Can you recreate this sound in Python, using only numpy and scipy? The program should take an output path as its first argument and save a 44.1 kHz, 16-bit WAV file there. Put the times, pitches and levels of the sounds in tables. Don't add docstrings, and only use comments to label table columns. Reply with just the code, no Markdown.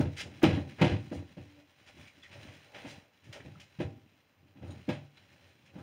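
import sys
import numpy as np
from scipy import signal
from scipy.fft import rfft, irfft, next_fast_len
from scipy.io import wavfile
from scipy.ndimage import map_coordinates

SR = 44100
rng = np.random.default_rng(int(sys.argv[2]) if len(sys.argv) > 2 else 0)


def to_wav(s):
    ch = np.atleast_2d(s).T
    pcm = np.round(np.clip(ch, -1, 1) * 32767)
    wavfile.write(sys.argv[1], SR, pcm.astype(np.int16))


N = 256662
TIME = np.arange(N) / SR

# wood/dB, rattle/dB, first rebound/dB;
# rocking t60/s
DOOR_BUMPS = [(.016, -25.5, 98, -7.5, -20, -15, 0.3), (0.052, -25, 99, -8.5, -22, -15, 0.23),
              (0.258, -42.5, 147, -2.5, -23, 1.5, .8), (.433, -11, 320, -5, -12, -8.5, 0.6),
              (0.527, -27.5, 100, -4, -17, -14, 0.35), (.57, -28.5, 282, -2, -22, -3, 0.36),
              (0.813, -14, 176, -3, -9.5, -5, 0.44), (.915, -23, 92.5, -9.5, -23, -13.5, 0.66),
              (1.114, -29, 294, -0.5, -19.5, -5.5, 0.35), (1.168, -32.5, 91, -28, -17.5, -18, 0.79),
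              (1.368, -35, 183, -7, -17, -8, 0.32), (1.4, -34.5, 108, -20, -37.5, -19.5, 0.27),
              (2.357, -47, 95, -9, -15, -10, 0.27), (2.471, -42.5, 89.5, -6.5, -3, -12, 0.27),
              (2.845, -36, 280, -6, -6, -6.5, 0.31), (3.275, -40.5, 123, -18, -40, -17, .3),
              (3.445, -40, 92, -7, -13, -7, 0.23), (3.556, -41.5, 169, -22, -17, -6.5, .3),
              (3.787, -27.5, 142, -29.5, -18, -24.5, 0.33), (3.801, -24, 314, -5, -13.5, -17, 0.54),
              (3.839, -32.5, 93.7, -21, -30, -23, 0.52), (4.555, -44, 277, -15, -13, -13.5, .4),
              (4.62, -34.5, 121, -5.5, -20.5, -16, 0.61), (4.88, -26, 274, -4, -19, -20, .2),
              (4.888, -22, 200, -7, -11, -9.5, 0.36), (5.751, -36, 180, -10, -18, -7, .5)]


def amp(db):
    return 10 ** (np.asarray(db) / 20)


def unit(x):
    return x / np.sqrt(np.mean(x ** 2) + 1e-20)


def along(points, hz):
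    f, v = np.transpose(points)
    return np.interp(np.log(hz + 1), np.log(f + 1), v)


def filtered(x, response):
    m = next_fast_len(len(x) + 8192)
    return irfft(rfft(x, m) * response(np.fft.rfftfreq(m, 1 / SR)), m)[:len(x)]


def wobble(rate_hz, size):
    knots = rng.standard_normal(int(size * rate_hz / SR) + 4)
    return map_coordinates(knots, [np.arange(size) * rate_hz / SR])


def friction(spectrum, size, grain_db, tilt_db=0):
    slips = rng.standard_normal(size) * amp(grain_db * wobble(300, size))

    def colour(hz):
        octaves = np.log2(np.maximum(hz, 700) / 3000)
        return amp(along(spectrum, hz) + tilt_db * octaves)

    return unit(filtered(slips, colour))


def add(track, s, sound):
    start = min(max(round(s * SR), 0), N)
    track[start:start + len(sound)] += sound[:N - start]


def strike(t, rise_s, t60_s):
    return (1 - np.exp(-t / rise_s)) * amp(-60 * t / t60_s)


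def in_room(x, wet_db):
    # f/Hz, t60/s
    room_decay = [(60, 0.35), (200, 0.18), (1000, 0.15), (3000, 0.17), (8000, 0.23), (15000, 0.04)]
    hz, t, z = signal.stft(rng.standard_normal(SR // 2), SR, nperseg=256)
    decay = amp(-60 * t / along(room_decay, hz)[:, None])
    tail = signal.istft(z * decay, SR, nperseg=256)[1]
    tail = np.pad(tail / np.linalg.norm(tail), (SR // 150, 0))
    return x + amp(wet_db) * signal.fftconvolve(x, tail)[:len(x)]


def floor_noise():
    # f/Hz, relative level/dB
    floor_colour = [(25, -2), (90, 7.5), (300, 8), (1000, 4), (3000, -2.5), (7000, -15), (10500, -21.5),
                    (13000, -10), (15500, -9.5)]
    noise = rng.standard_normal(N)
    return amp(-74) * unit(filtered(noise, lambda hz: amp(along(floor_colour, hz))))


def tinkles():
    # t/s, level/dB
    metal_hits = [(3.813, -58), (4.676, -64), (4.704, -55.5), (4.93, -57.5)]
    # f/Hz, relative level/dB, t60/s
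    metal_modes = [(3870, 2, 0.1), (6760, -6.5, 0.14), (8870, -5, 0.1)]
    out, t = np.zeros(N), np.arange(SR // 3) / SR
    for s, db in metal_hits:
        for hz, mode_db, t60_s in metal_modes:
            chatter_rad = 1.83 * wobble(435, len(t))
            tone = np.sin(2 * np.pi * hz * t + chatter_rad)
            add(out, s, amp(db + mode_db) * strike(t, 0.0026, t60_s) * tone)
    return out


def squeaks():
    # t/s, length/s, first f/Hz, last f/Hz, level/dB, roughness as a share of the pitch
    catches = [(1.428, 0.24, 291.7, 294, -58.5, .013), (1.55, 0.095, 550, 629, -62.5, 0.13),
               (2.057, .05, 2276, 2290, -55.5, 0.053), (2.225, 0.015, 3460, 3390, -54, 0.032),
               (2.233, 0.038, 2017, 1980, -47.5, .07), (3.547, 0.022, 1364, 1400, -61, 0.093),
               (5.165, .022, 3900, 3920, -56, .05), (5.671, 0.046, 2494, 2470, -60.5, .16)]
    out, t = np.zeros(N), np.arange(SR // 2) / SR
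    for s, length_s, first_hz, last_hz, db, rough in catches:
        u = np.minimum(t / length_s, 1)
        glide_hz = first_hz + (last_hz - first_hz) * u
        hz = glide_hz * (1 + rough * wobble(1173, len(t)))
        stutter_db = min(100 * rough, 7)
        breaks = unit(amp(stutter_db * wobble(first_hz / 8, len(t))))
        grip = amp(db) * breaks * np.abs(np.sin(np.pi * u)) ** .5
        add(out, s, grip * np.sin(2 * np.pi * np.cumsum(hz) / SR))
    return out


def clicks():
    # f/Hz, relative level/dB
    crack_colour = [(400, -34.5), (1500, 1.5), (4000, 5), (7000, -1.5), (10000, -7.5), (15000, -3.5)]
    # t/s, level/dB, t60/s
    edge_contacts = [(.429, -39, 0.066), (0.433, -36.5, 0.013), (0.813, -42, 0.011), (2.231, -66, 0.015),
                     (3.327, -45, 0.005), (3.602, -60, 0.015), (3.803, -50, 0.021), (4.889, -48.5, 0.064),
                     (5.17, -63, 0.014)]
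    out, t = np.zeros(N), np.arange(SR // 8) / SR
    for s, db, t60_s in edge_contacts:
        crack = friction(crack_colour, len(t), grain_db=2)
        add(out, s, amp(db) * crack * strike(t, 0.00044, t60_s))
    return out


def flicks():
    # t/s, relative level/dB, rise/s, fall t60/s, brightness/dB per octave
    quick_strokes = [(0.166, -41, .017, 0.11, 1), (.181, -36, 0.032, 0.094, 0.5),
                     (.418, -32, 0.031, 0.059, -11.5), (0.699, -56.5, 0.015, 0.1, -4),
                     (.783, -36.5, .032, 0.08, -10), (1.117, -56, 0.036, 0.17, 6),
                     (1.859, -54.5, 0.03, .1, -.5), (2.07, -57, 0.0086, .1, 1),
                     (2.231, -52.5, 0.0044, 0.16, -1.5), (2.311, -51, 0.019, 0.24, -2.5),
                     (2.476, -63, 0.015, 0.063, -5), (2.744, -46.5, 0.0046, 0.45, -5.5),
                     (2.86, -50, 0.052, 0.15, 2.5), (3.235, -61.5, .01, 0.24, 2),
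                     (3.326, -44, 0.0047, 0.17, 0.5), (3.395, -51, 0.012, 0.1, -8.5),
                     (3.598, -50, 0.0037, 0.17, 1), (5.169, -56.5, 0.0062, 0.11, -3.5),
                     (5.657, -61, 0.0063, 0.18, 0)]
    # f/Hz, relative level/dB
    swish_colour = [(410, -10.5), (750, -12.5), (1100, -13), (1450, -5.5), (2100, 0), (3000, -1),
                    (5300, -9.5), (9300, -20), (11700, -36.5), (15500, -32)]
    out, t = np.zeros(N), np.arange(SR // 2) / SR
    for s, db, rise_s, t60_s, bright_db in quick_strokes:
        swell = np.sqrt(np.minimum(t / rise_s, 1))
        fade = amp(-60 * np.maximum(t - rise_s, 0) / t60_s)
        swish = friction(swish_colour, len(t), grain_db=-1.0, tilt_db=bright_db)
        add(out, s, amp(db - 1.5) * swell * fade * swish)
    return out


def stroke(middle_s, length_s):
    sharpness = 1.2
    return amp(-20 * np.abs(2 * (TIME - middle_s) / length_s) ** sharpness / 2)


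def rubbing():
    # t/s, level/dB
    light_hiss = [(0, -77), (.16, -57.5), (.29, -62), (.36, -60), (.74, -61), (1.25, -65), (1.75, -69),
                  (2.0, -62.5), (2.2, -66), (2.42, -58), (2.68, -63.5), (2.96, -56.5), (3.1, -76.5),
                  (3.3, -64.5), (4.1, -74), (4.55, -77), (4.72, -64), (5.1, -72), (5.42, -65), (5.82, -74)]
    # middle t/s, length/s, drone level/dB, scrape level/dB
    firm_strokes = [(.01, 0.066, -29.5, -41.5), (0.273, 0.095, -46.5, -55.5), (1.58, 0.072, -68.5, -69),
                    (1.898, 0.037, -69, -60), (1.988, 0.082, -55.5, -70), (2.19, 0.054, -60.5, -86),
                    (2.36, 0.097, -59, -60), (2.474, 0.17, -56, -65), (2.77, 0.14, -76, -56),
                    (2.888, 0.23, -59, -56.5), (3.29, 0.069, -50, -78), (3.36, 0.087, -58, -55),
                    (3.48, .12, -50.5, -67), (3.586, 0.18, -61, -71.5), (3.98, 0.073, -54.5, -78),
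                    (4.442, 0.16, -64.5, -79), (4.595, 0.059, -60, -75), (4.704, .17, -45, -58.5),
                    (5.428, 0.72, -66, -77.5), (5.804, 0.13, -50, -54.5)]
    # f/Hz, relative level/dB
    drone_colour = [(30, -29.5), (60, -33.5), (85, 4), (110, -1), (170, -4.5), (230, -7.5), (290, -5.5),
                    (420, -18.5), (700, -64.5)]
    scrape_colour = [(250, -9.5), (450, -1.5), (600, 5.5), (700, -4.5), (800, 2.5), (1100, -13), (1500, -7),
                     (2500, -43.5)]
    cloth_colour = [(590, -45), (1000, -7.5), (1200, -11.5), (1710, -4.5), (2530, -2), (3650, -8),
                    (4010, -5.5), (4440, -11.5), (6260, -16.5), (7970, -22.5), (8940, -19), (11600, -38),
                    (15500, -25)]
    light_drone_db, light_scrape_db = -4.5, -7.5
    stroke_hiss_db = -9
    shudder_db, shudder_scrape_db = -19, -18
    shudder_rise_s, shudder_t60_ratio = .02, 1.21

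    hiss_power = amp(np.interp(TIME, *np.transpose(light_hiss))) ** 2
    drone_power = hiss_power * amp(light_drone_db) ** 2
    scrape_power = hiss_power * amp(light_scrape_db) ** 2
    for middle_s, length_s, drone_db, scrape_db in firm_strokes:
        lean = stroke(middle_s, length_s)
        drone_power += (amp(drone_db) * lean) ** 2
        scrape_power += (amp(scrape_db) * lean) ** 2
        hiss_power += (amp(scrape_db + stroke_hiss_db) * lean) ** 2

    t = np.arange(SR) / SR
    for s, db, *_, rocking_t60_s in DOOR_BUMPS:
        shudder = amp(db + shudder_db) * strike(t, shudder_rise_s, shudder_t60_ratio * rocking_t60_s)
        add(drone_power, s, shudder ** 2)
        add(scrape_power, s, (amp(shudder_scrape_db) * shudder) ** 2)

    pressure = amp(1.8 * wobble(24.29, N))
    drone = np.sqrt(drone_power) * friction(drone_colour, N, grain_db=4)
    scrape = np.sqrt(scrape_power) * friction(scrape_colour, N, grain_db=1.0)
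    hiss = np.sqrt(hiss_power) * friction(cloth_colour, N, grain_db=2)
    return pressure * drone, pressure * (scrape + hiss)


def contacts(count=6):
    gap_s, gap_ratio, gap_scatter = .027, 0.94, .08
    rebound_hz, scatter_octaves = 146, 0.14
    rebound_wood_db, rebound_rattle_db = -5, -0.5
    rows, k = [], np.arange(count)
    for s, db, knock_hz, wood_db, rattle_db, rebound_db, rocking_t60_s in DOOR_BUMPS:
        late, sharp = rng.standard_normal((2, count))
        times = s + np.cumsum(gap_s * gap_ratio ** k * (1 + gap_scatter * late))
        levels = db + rebound_db - 60 * (times - times[0]) / rocking_t60_s
        pitches = rebound_hz * 2 ** (scatter_octaves * sharp)
        rows.append((s, db, knock_hz, wood_db, rattle_db))
        for rebound in zip(times, levels, pitches):
            rows.append((*rebound, wood_db + rebound_wood_db, rattle_db + rebound_rattle_db))
    return rows


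def bumps():
    # f/Hz, relative level/dB, t60/s
    door_modes = [(87.66, -3.5, 0.44), (105.66, 3, 0.3), (122.2, -15, 0.39), (142.6, 0, 0.37),
                  (170.8, -1.5, 0.16), (203.5, -5, 0.19), (278.3, -4, 0.22), (294, -16, 0.48),
                  (338.3, 0, 0.088), (357.8, -10, 0.13), (466, -16, 0.38), (503.7, -7, 0.19),
                  (590.2, -3, 0.16), (638, -16, 0.37), (731, -15, 0.21), (747.6, -16, 0.19),
                  (788, -19, 0.43), (815, -16, 0.21), (920, -16.5, 0.17), (1008, -28, 0.35),
                  (1642, -17, 0.14), (2050, -20, 0.21), (2570, -26, 0.34)]
    # f/Hz, relative level/dB
    wood_colour = [(35, -23.5), (90, -20.5), (230, 8), (340, 12), (430, -4), (560, 1.5), (850, -5.5),
                   (1150, -21.5), (2000, -12), (5000, -58)]
    # f/Hz, relative level/dB
    rattle_colour = [(530, -27), (900, -2.5), (1270, -6.5), (2570, -2), (3670, -8), (4040, -8.5),
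                     (4330, -13), (6900, -25.5), (8050, -30), (8860, -28), (11600, -49), (15500, -45.5)]
    sway_db, sway_db_per_octave = -8.5, -9.5

    boom, thud_power, rattle_power = np.zeros((3, N))
    t = np.arange(SR * 2 // 3) / SR
    hz, mode_db, t60_s = np.transpose(door_modes)
    sides = (-1) ** np.arange(len(hz))
    swings = -sides[:, None] * np.sin(2 * np.pi * hz[:, None] * t)
    modes = swings * amp(-60 * t / t60_s[:, None])

    for s, db, knock_hz, wood_db, rattle_db in contacts():
        contact_s = 0.00091 / amp(db) ** .5
        knock = -amp(3.0) * np.sin(2 * np.pi * knock_hz * t) * strike(t, contact_s, 0.06)
        bass_db = sway_db + sway_db_per_octave * np.log2(knock_hz / 100)
        force_points = [(110, bass_db), (170, -10.5), (300, wood_db),
                        (650, (wood_db + rattle_db) / 2), (1500, rattle_db + 5.5)]
        scatter_db = 2 * rng.standard_normal(len(hz))
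        mode_gains = amp(along(force_points, hz) + mode_db + scatter_db)
        ring = mode_gains @ modes * (1 - np.exp(-t / contact_s))
        add(boom, s, amp(db) * (knock + amp(-1.5) * ring))
        add(thud_power, s, (amp(db + wood_db - 6.5) * strike(t, contact_s, 0.26)) ** 2)
        add(rattle_power, s, (amp(db + rattle_db) * strike(t, 2 * contact_s, 0.13)) ** 2)

    thud = np.sqrt(thud_power) * friction(wood_colour, N, grain_db=-3.5)
    rattle = np.sqrt(rattle_power) * friction(rattle_colour, N, grain_db=1.5)
    return boom + thud, rattle


def scene():
    floor = floor_noise()
    drone, rustle = rubbing()
    boom, rattle = bumps()
    bright = in_room(tinkles() + squeaks() + clicks() + flicks() + rustle + rattle, wet_db=-9.5)
    return (floor + drone + boom + bright)[None]


def record(dry):
    # f/Hz, width/Hz, depth 0-1
    port_notches = [(3680, 150, 1), (4383, 270, .85), (7950, 650, 1), (12140, 1600, .5)]
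    low_cut_hz, clip_level, top_hz = 55, .255, 15750

    def port(f):
        response = 1
        for centre_hz, width_hz, depth in port_notches:
            damping = 1j * f * width_hz
            response = response * (1 - min(depth, 1) * damping / (centre_hz ** 2 - f * f + damping))
        return response

    def low_cut(f):
        return -f * f / (low_cut_hz ** 2 - f * f + 1j * f * low_cut_hz)

    picked_up = filtered(dry[0], lambda f: port(f) * low_cut(f))
    clipped = np.clip(picked_up, -clip_level, clip_level)
    return filtered(clipped, lambda f: f < top_hz)[None]


dry = scene()
out = record(dry)
to_wav(out)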